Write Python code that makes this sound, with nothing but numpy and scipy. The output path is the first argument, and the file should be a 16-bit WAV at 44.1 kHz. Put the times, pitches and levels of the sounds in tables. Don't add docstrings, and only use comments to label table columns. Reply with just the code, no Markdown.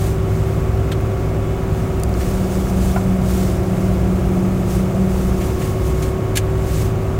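import sys
import numpy as np
from scipy import signal
from scipy.fft import rfft, irfft
from scipy.io import wavfile
from scipy.ndimage import map_coordinates

SR = 44100
rng = np.random.default_rng(int(sys.argv[2]) if len(sys.argv) > 2 else 0)


def persist_wave(psi):
    counts = np.round(np.clip(psi, -1, 1) * 32767).astype(np.int16)
    wavfile.write(sys.argv[1], SR, np.atleast_2d(counts).T)


N = 317079
T = np.arange(N) / SR
HZ = np.fft.rfftfreq(N, 1 / SR)

# time_s, speed_rpm
ENGINE_SPEED = [(0.0, 2096), (0.4, 2090.5), (1.4, 2098.5), (1.8, 2086.5), (2.4, 2080), (2.7, 2084),
                (3.5, 2067), (4.0, 2081.5), (4.7, 2083), (5.3, 2058), (6.0, 2047.5), (6.4, 2070),
                (7.2, 2087)]
# multiple_of_cycle, level_db
ENGINE_ORDERS = [(1, -45.5), (2, -36.2), (7, -38.1), (8, -38.4), (9, -33.1), (12, -42.5), (15, -42.2),
                 (18, -42.2), (20, -37.7), (21, -43.0), (26, -47.1), (30, -43.7), (32, -43.4), (38, -43.8),
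                 (41, -46.6), (47, -51.0), (54, -54.0), (56, -51.1), (66, -53.0), (69, -54.2), (73, -52.2),
                 (78, -56.0)]
# freq_hz, line_level_db
BLOCK_SPECTRUM = [(170, -46.5), (400, -48.5), (700, -53), (900, -60), (1250, -58), (1600, -63.5),
                  (2500, -67.5), (3500, -76.5), (5000, -94)]
# freq_hz, relative_db
CLATTER_SPECTRUM = [(300, -26), (600, 7.5), (950, -1.5), (1200, 4), (1700, -5.5), (2500, -8.5),
                    (3500, -15.5), (5000, -21.5), (9000, -25.5)]
# freq_hz, relative_db
RUMBLE_SPECTRUM = [(12, -26), (28, -10), (45, 2), (70, 2.5), (125, 0), (170, -2), (225, -10), (310, -12),
                   (365, -8), (410, -17.5), (480, -18), (590, -15), (730, -18.5), (900, -30.5),
                   (1600, -49.5)]
# freq_hz, relative_db
CLOTH_SPECTRUM = [(500, -18), (1500, 8), (4500, 5.5), (6800, 8.5), (9000, 6.5), (12200, 1), (14500, 6),
                  (15700, 3), (16000, -23)]
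# peak_s, swell_s, fade_s, relative_db
CLOTH_STROKES = [(.04, 0.13, 0.1, -39), (.42, 0.16, 0.23, -48.5), (1.8, .11, .12, -48.5),
                 (2.24, 0.099, 0.26, -40), (2.55, 0.075, 0.12, -40.5), (2.69, 0.042, 0.04, -41.5),
                 (2.86, 0.12, 0.16, -38.5), (3.33, 0.087, 0.22, -36.5), (3.88, 0.21, 0.13, -47.5),
                 (4.73, .055, 0.095, -39), (5.17, 0.083, 0.25, -42), (5.46, 0.094, 0.091, -40),
                 (5.64, 0.069, 0.097, -39), (5.88, 0.11, 0.057, -41.5), (6.05, 0.12, 0.069, -41.5),
                 (6.8, 0.16, 0.081, -36.5)]
# freq_hz, relative_db
AIR_SPECTRUM = [(500, -5), (2000, 12), (4200, 1), (5200, 1), (7000, 3.5), (9000, -1.5), (12000, -41),
                (14500, -3), (16000, 1)]

# start_s, level_db, rise_s, decay_s, tilt_db_per_octave
FITTING_CLACKS = [(2.203, -30, .006, 0.015, -9), (5.408, -30, .006, .018, -8),
                  (5.612, -31.5, .006, 0.029, -7), (6.022, -28, .002, 0.017, 1),
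                  (6.354, -13, 0.0068, 0.01, 1.5), (6.370, -12, 0.00064, 0.0093, 1)]
CATCH_SNAPS = [(.9155, -19.5, 0.0034, 0.0081, -2)]
SHARP_TICKS = [(1.010, -31, .0003, .001, 6), (1.999, -30, .0003, .002, 0),
               (2.035, -12.5, 0.00019, 0.0008, -1.5), (2.0927, -31, .0003, .001, 6),
               (2.1396, -27, .0003, .001, -8)]
PANEL_KNOCKS = [(2.959, -16, .0018, 0.011, -5.5), (2.968, -24, 0.0011, 0.0083, -9)]
# freq_hz, width_hz, relative_db
FITTING_MODES = [(1686, 166, 6), (2320, 370, 4), (2960, 330, 4.5), (3460, 400, 1.5), (4260, 690, -0.5),
                 (6400, 1200, -1), (7340, 590, 0), (8560, 440, -3), (9550, 430, -5), (10500, 840, -5.5),
                 (14200, 1600, -10)]
CATCH_MODES = [(1550, 340, -2), (2570, 280, -3), (3150, 340, 0.5), (3620, 260, 0), (4130, 230, -1),
               (6650, 1300, -10), (8250, 150, -5), (9200, 100, -7), (11900, 3000, -15)]
TICK_RESONANCES = [(3500, 3000, -6), (6500, 3200, 2), (13500, 3500, -2)]
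PANEL_MODES = [(680, 69, 3), (840, 80, -4), (1020, 63, 0), (1430, 96, 0), (2190, 430, -10)]

# free_db, steer_change_db, lug_change_db
FIRING_DB, WHINE_DB, PANEL_SING_DB = (-22.5, -2.4, -2.4), (-29, -3, 2.4), (-45, -3.5, 4.9)
FREE_RPM, LUG_RPM = 2090, 2050
TURN_START_S, TURN_END_S, TURN_ATTACK_S, TURN_RELEASE_S = 1.718, 5.94, 0.69, 0.8


def engine_drone(cycles, steer, lug, lean_db=7.0):
    out = tone(6 * cycles, loaded_db(FIRING_DB, steer, lug) + 0.8 * drift(6))
    out += tone(22 * cycles, loaded_db(WHINE_DB, steer, lug) + 0.5 * drift(6))
    lean = {9: -1, 20: 1}
    for order, level_db in ENGINE_ORDERS:
        shift_db = lean.get(order, 0) * lean_db * (steer - steer.mean())
        out += tone(order * cycles, level_db + shift_db + 1.8 * drift(3))
    return out


def engine_block(cycles, cycle_hz, count=290, size=16384):
    orders = np.arange(count)
    gains = amp(spectrum_db(BLOCK_SPECTRUM, orders * cycle_hz)) * (orders > 0)
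    phasors = np.exp(2j * np.pi * rng.random((2, count)))
    shapes = irfft(gains * phasors, size) * size / np.sqrt(2)
    first, second = (np.interp(cycles % 1, np.arange(size) / size, shape) for shape in shapes)
    blend_rad = 0.51 * drift(2.12)
    return first * np.cos(blend_rad) + second * np.sin(blend_rad)


def combustion_clatter(cycles, level_db=-39, depth=0.25, spread_db=9.0, decay_firings=0.21):
    firings = 6 * cycles + 0.15 * np.sin(2 * np.pi * cycles)
    strength = amp(spread_db * rng.permutation(np.linspace(-1, 1, 6)))
    cylinder = np.floor(firings).astype(int) % 6
    bursts = unit_rms(strength[cylinder] * np.exp(-(firings % 1) / decay_firings))
    return amp(level_db) * unit_rms(shaped_noise(CLATTER_SPECTRUM) * (1 - depth + depth * bursts))


def panel_sing(cycles, steer, lug):
    return tone(64 * cycles + 0.11 * drift(30), loaded_db(PANEL_SING_DB, steer, lug) + 1.2 * drift(30))


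def hydraulic_hum(steer, hum_hz=189.8, sag_hz=4.2, waver_hz=0.56, throb_db=2.0):
    progress = np.clip((T - TURN_START_S) / (TURN_END_S - TURN_START_S), 0, 1)
    pitch_hz = hum_hz - sag_hz * np.sin(np.pi * progress) ** 2 + waver_hz * drift(8)
    gain = amp(-42.5) + amp(-22.5) * steer
    return gain * tone(np.cumsum(pitch_hz) / SR, throb_db * drift(12))


def tracks(steer, rumble_db=-22.0, left_hz=61.9, right_hz=63.47, cleat_db=-28, grind_db=-44.5):
    rumble = shaped_noise(RUMBLE_SPECTRUM) * amp(rumble_db + 0.66 * steer)
    cleats = sum(tone(hz * T + 0.061 * drift(4), cleat_db + drift(3.8)) for hz in (left_hz, right_hz))
    grind = amp(grind_db + 8.5 * steer) * band_noise(centre_hz=620, half_width_hz=180)
    return rumble + cleats + grind


def cloth_rustle(steer, gain_db=1.68, rest_db=-54, steer_db=6, flutter_db=0.93):
    power = amp(rest_db + steer_db * steer) ** 2
    for peak_s, swell_s, fade_s, stroke_db in CLOTH_STROKES:
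        width_s = np.where(T < peak_s, swell_s, fade_s)
        power += (amp(stroke_db) * np.exp(-((T - peak_s) / width_s) ** 2)) ** 2
    return shaped_noise(CLOTH_SPECTRUM) * np.sqrt(power) * amp(gain_db + flutter_db * drift(90))


def impacts(blows, modes, size=8192):
    out = np.zeros(N + size)
    t = np.arange(size) / SR
    hz = np.fft.rfftfreq(size, 1 / SR) + 1
    lowest_hz = modes[0][0]
    body = sum((-1) ** k * amp(mode_db) / (1 + 1j * (hz ** 2 - mode_hz ** 2) / (hz * width_hz))
               for k, (mode_hz, width_hz, mode_db) in enumerate(modes))
    body /= (1 - 1j * lowest_hz / hz / 2) ** 2
    for start_s, level_db, rise_s, decay_s, tilt_db_per_octave in blows:
        chatter = rng.choice([-1., 1.], size) * (1 - np.exp(-t / rise_s)) * np.exp(-t / decay_s)
        colour = body * amp(tilt_db_per_octave * np.log2(np.maximum(hz, lowest_hz)))
        colour /= np.sqrt(np.mean(abs(colour) ** 2))
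        out[round(start_s * SR):][:size] += amp(level_db) * irfft(rfft(chatter) * colour)
    return out[:N]


def air_hiss(level_db=-45.0):
    return amp(level_db) * shaped_noise(AIR_SPECTRUM)


def cab_reflections(x, wet=0.44, decay_s=0.01, gap_s=0.0015, density=0.1, size=2048):
    t = np.arange(size) / SR
    taps = rng.choice([-1., 1.], size) * (rng.random(size) < density)
    taps *= np.exp(-t / decay_s) * (t > gap_s)
    echoes = signal.fftconvolve(x, taps / np.linalg.norm(taps))[:N]
    return (x + wet * echoes) / np.hypot(1, wet)


def steering_load():
    return np.clip(np.minimum((T - TURN_START_S) / TURN_ATTACK_S, (TURN_END_S - T) / TURN_RELEASE_S), 0, 1)


def loaded_db(levels_db, steer, lug):
    free_db, steer_change_db, lug_change_db = levels_db
    return free_db + steer_change_db * steer + lug_change_db * lug


def amp(db):
    return 10 ** (np.asarray(db) / 20)


def unit_rms(x):
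    return x / np.sqrt(np.mean(x ** 2) + 1e-20)


def spectrum_db(points, hz):
    freq_hz, level_db = np.transpose(points)
    return np.interp(np.log(hz + 1), np.log(freq_hz + 1), level_db)


def noise(gain):
    return unit_rms(irfft(rfft(rng.standard_normal(N)) * gain, N))


def shaped_noise(points):
    return noise(amp(spectrum_db(points, HZ)))


def band_noise(centre_hz, half_width_hz):
    return noise(1 / (1 + ((HZ - centre_hz) / half_width_hz) ** 2))


def drift(rate_hz):
    knots = rng.standard_normal(1024)
    return map_coordinates(knots, [T[::64] * rate_hz], order=3, mode="wrap").repeat(64)[:N]


def tone(phase_turns, rms_db):
    return np.sqrt(2) * amp(rms_db) * np.sin(2 * np.pi * (phase_turns + rng.random()))


def scene():
    rpm = np.interp(T, *np.transpose(ENGINE_SPEED))
    steer = steering_load()
    lug = np.clip((FREE_RPM - rpm) / (FREE_RPM - LUG_RPM), 0, 1)
    cycle_hz = rpm / 120
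    cycles = np.cumsum(cycle_hz) / SR
    engine = engine_drone(cycles, steer, lug) + engine_block(cycles, cycle_hz.mean())
    engine += panel_sing(cycles, steer, lug)
    fittings = impacts(FITTING_CLACKS, FITTING_MODES) + impacts(CATCH_SNAPS, CATCH_MODES)
    fittings += impacts(SHARP_TICKS, TICK_RESONANCES) + impacts(PANEL_KNOCKS, PANEL_MODES)
    drive = hydraulic_hum(steer) + tracks(steer)
    cab_noise = cab_reflections(combustion_clatter(cycles) + cloth_rustle(steer) + air_hiss())
    return (engine + drive + cab_noise + fittings)[None]


def record(dry, cutoff_hz=15900):
    lowpass = signal.firwin(511, cutoff_hz, window=("kaiser", 9), fs=SR)
    return signal.oaconvolve(dry, lowpass[None], "same")


dry = scene()
out = record(dry)
persist_wave(out)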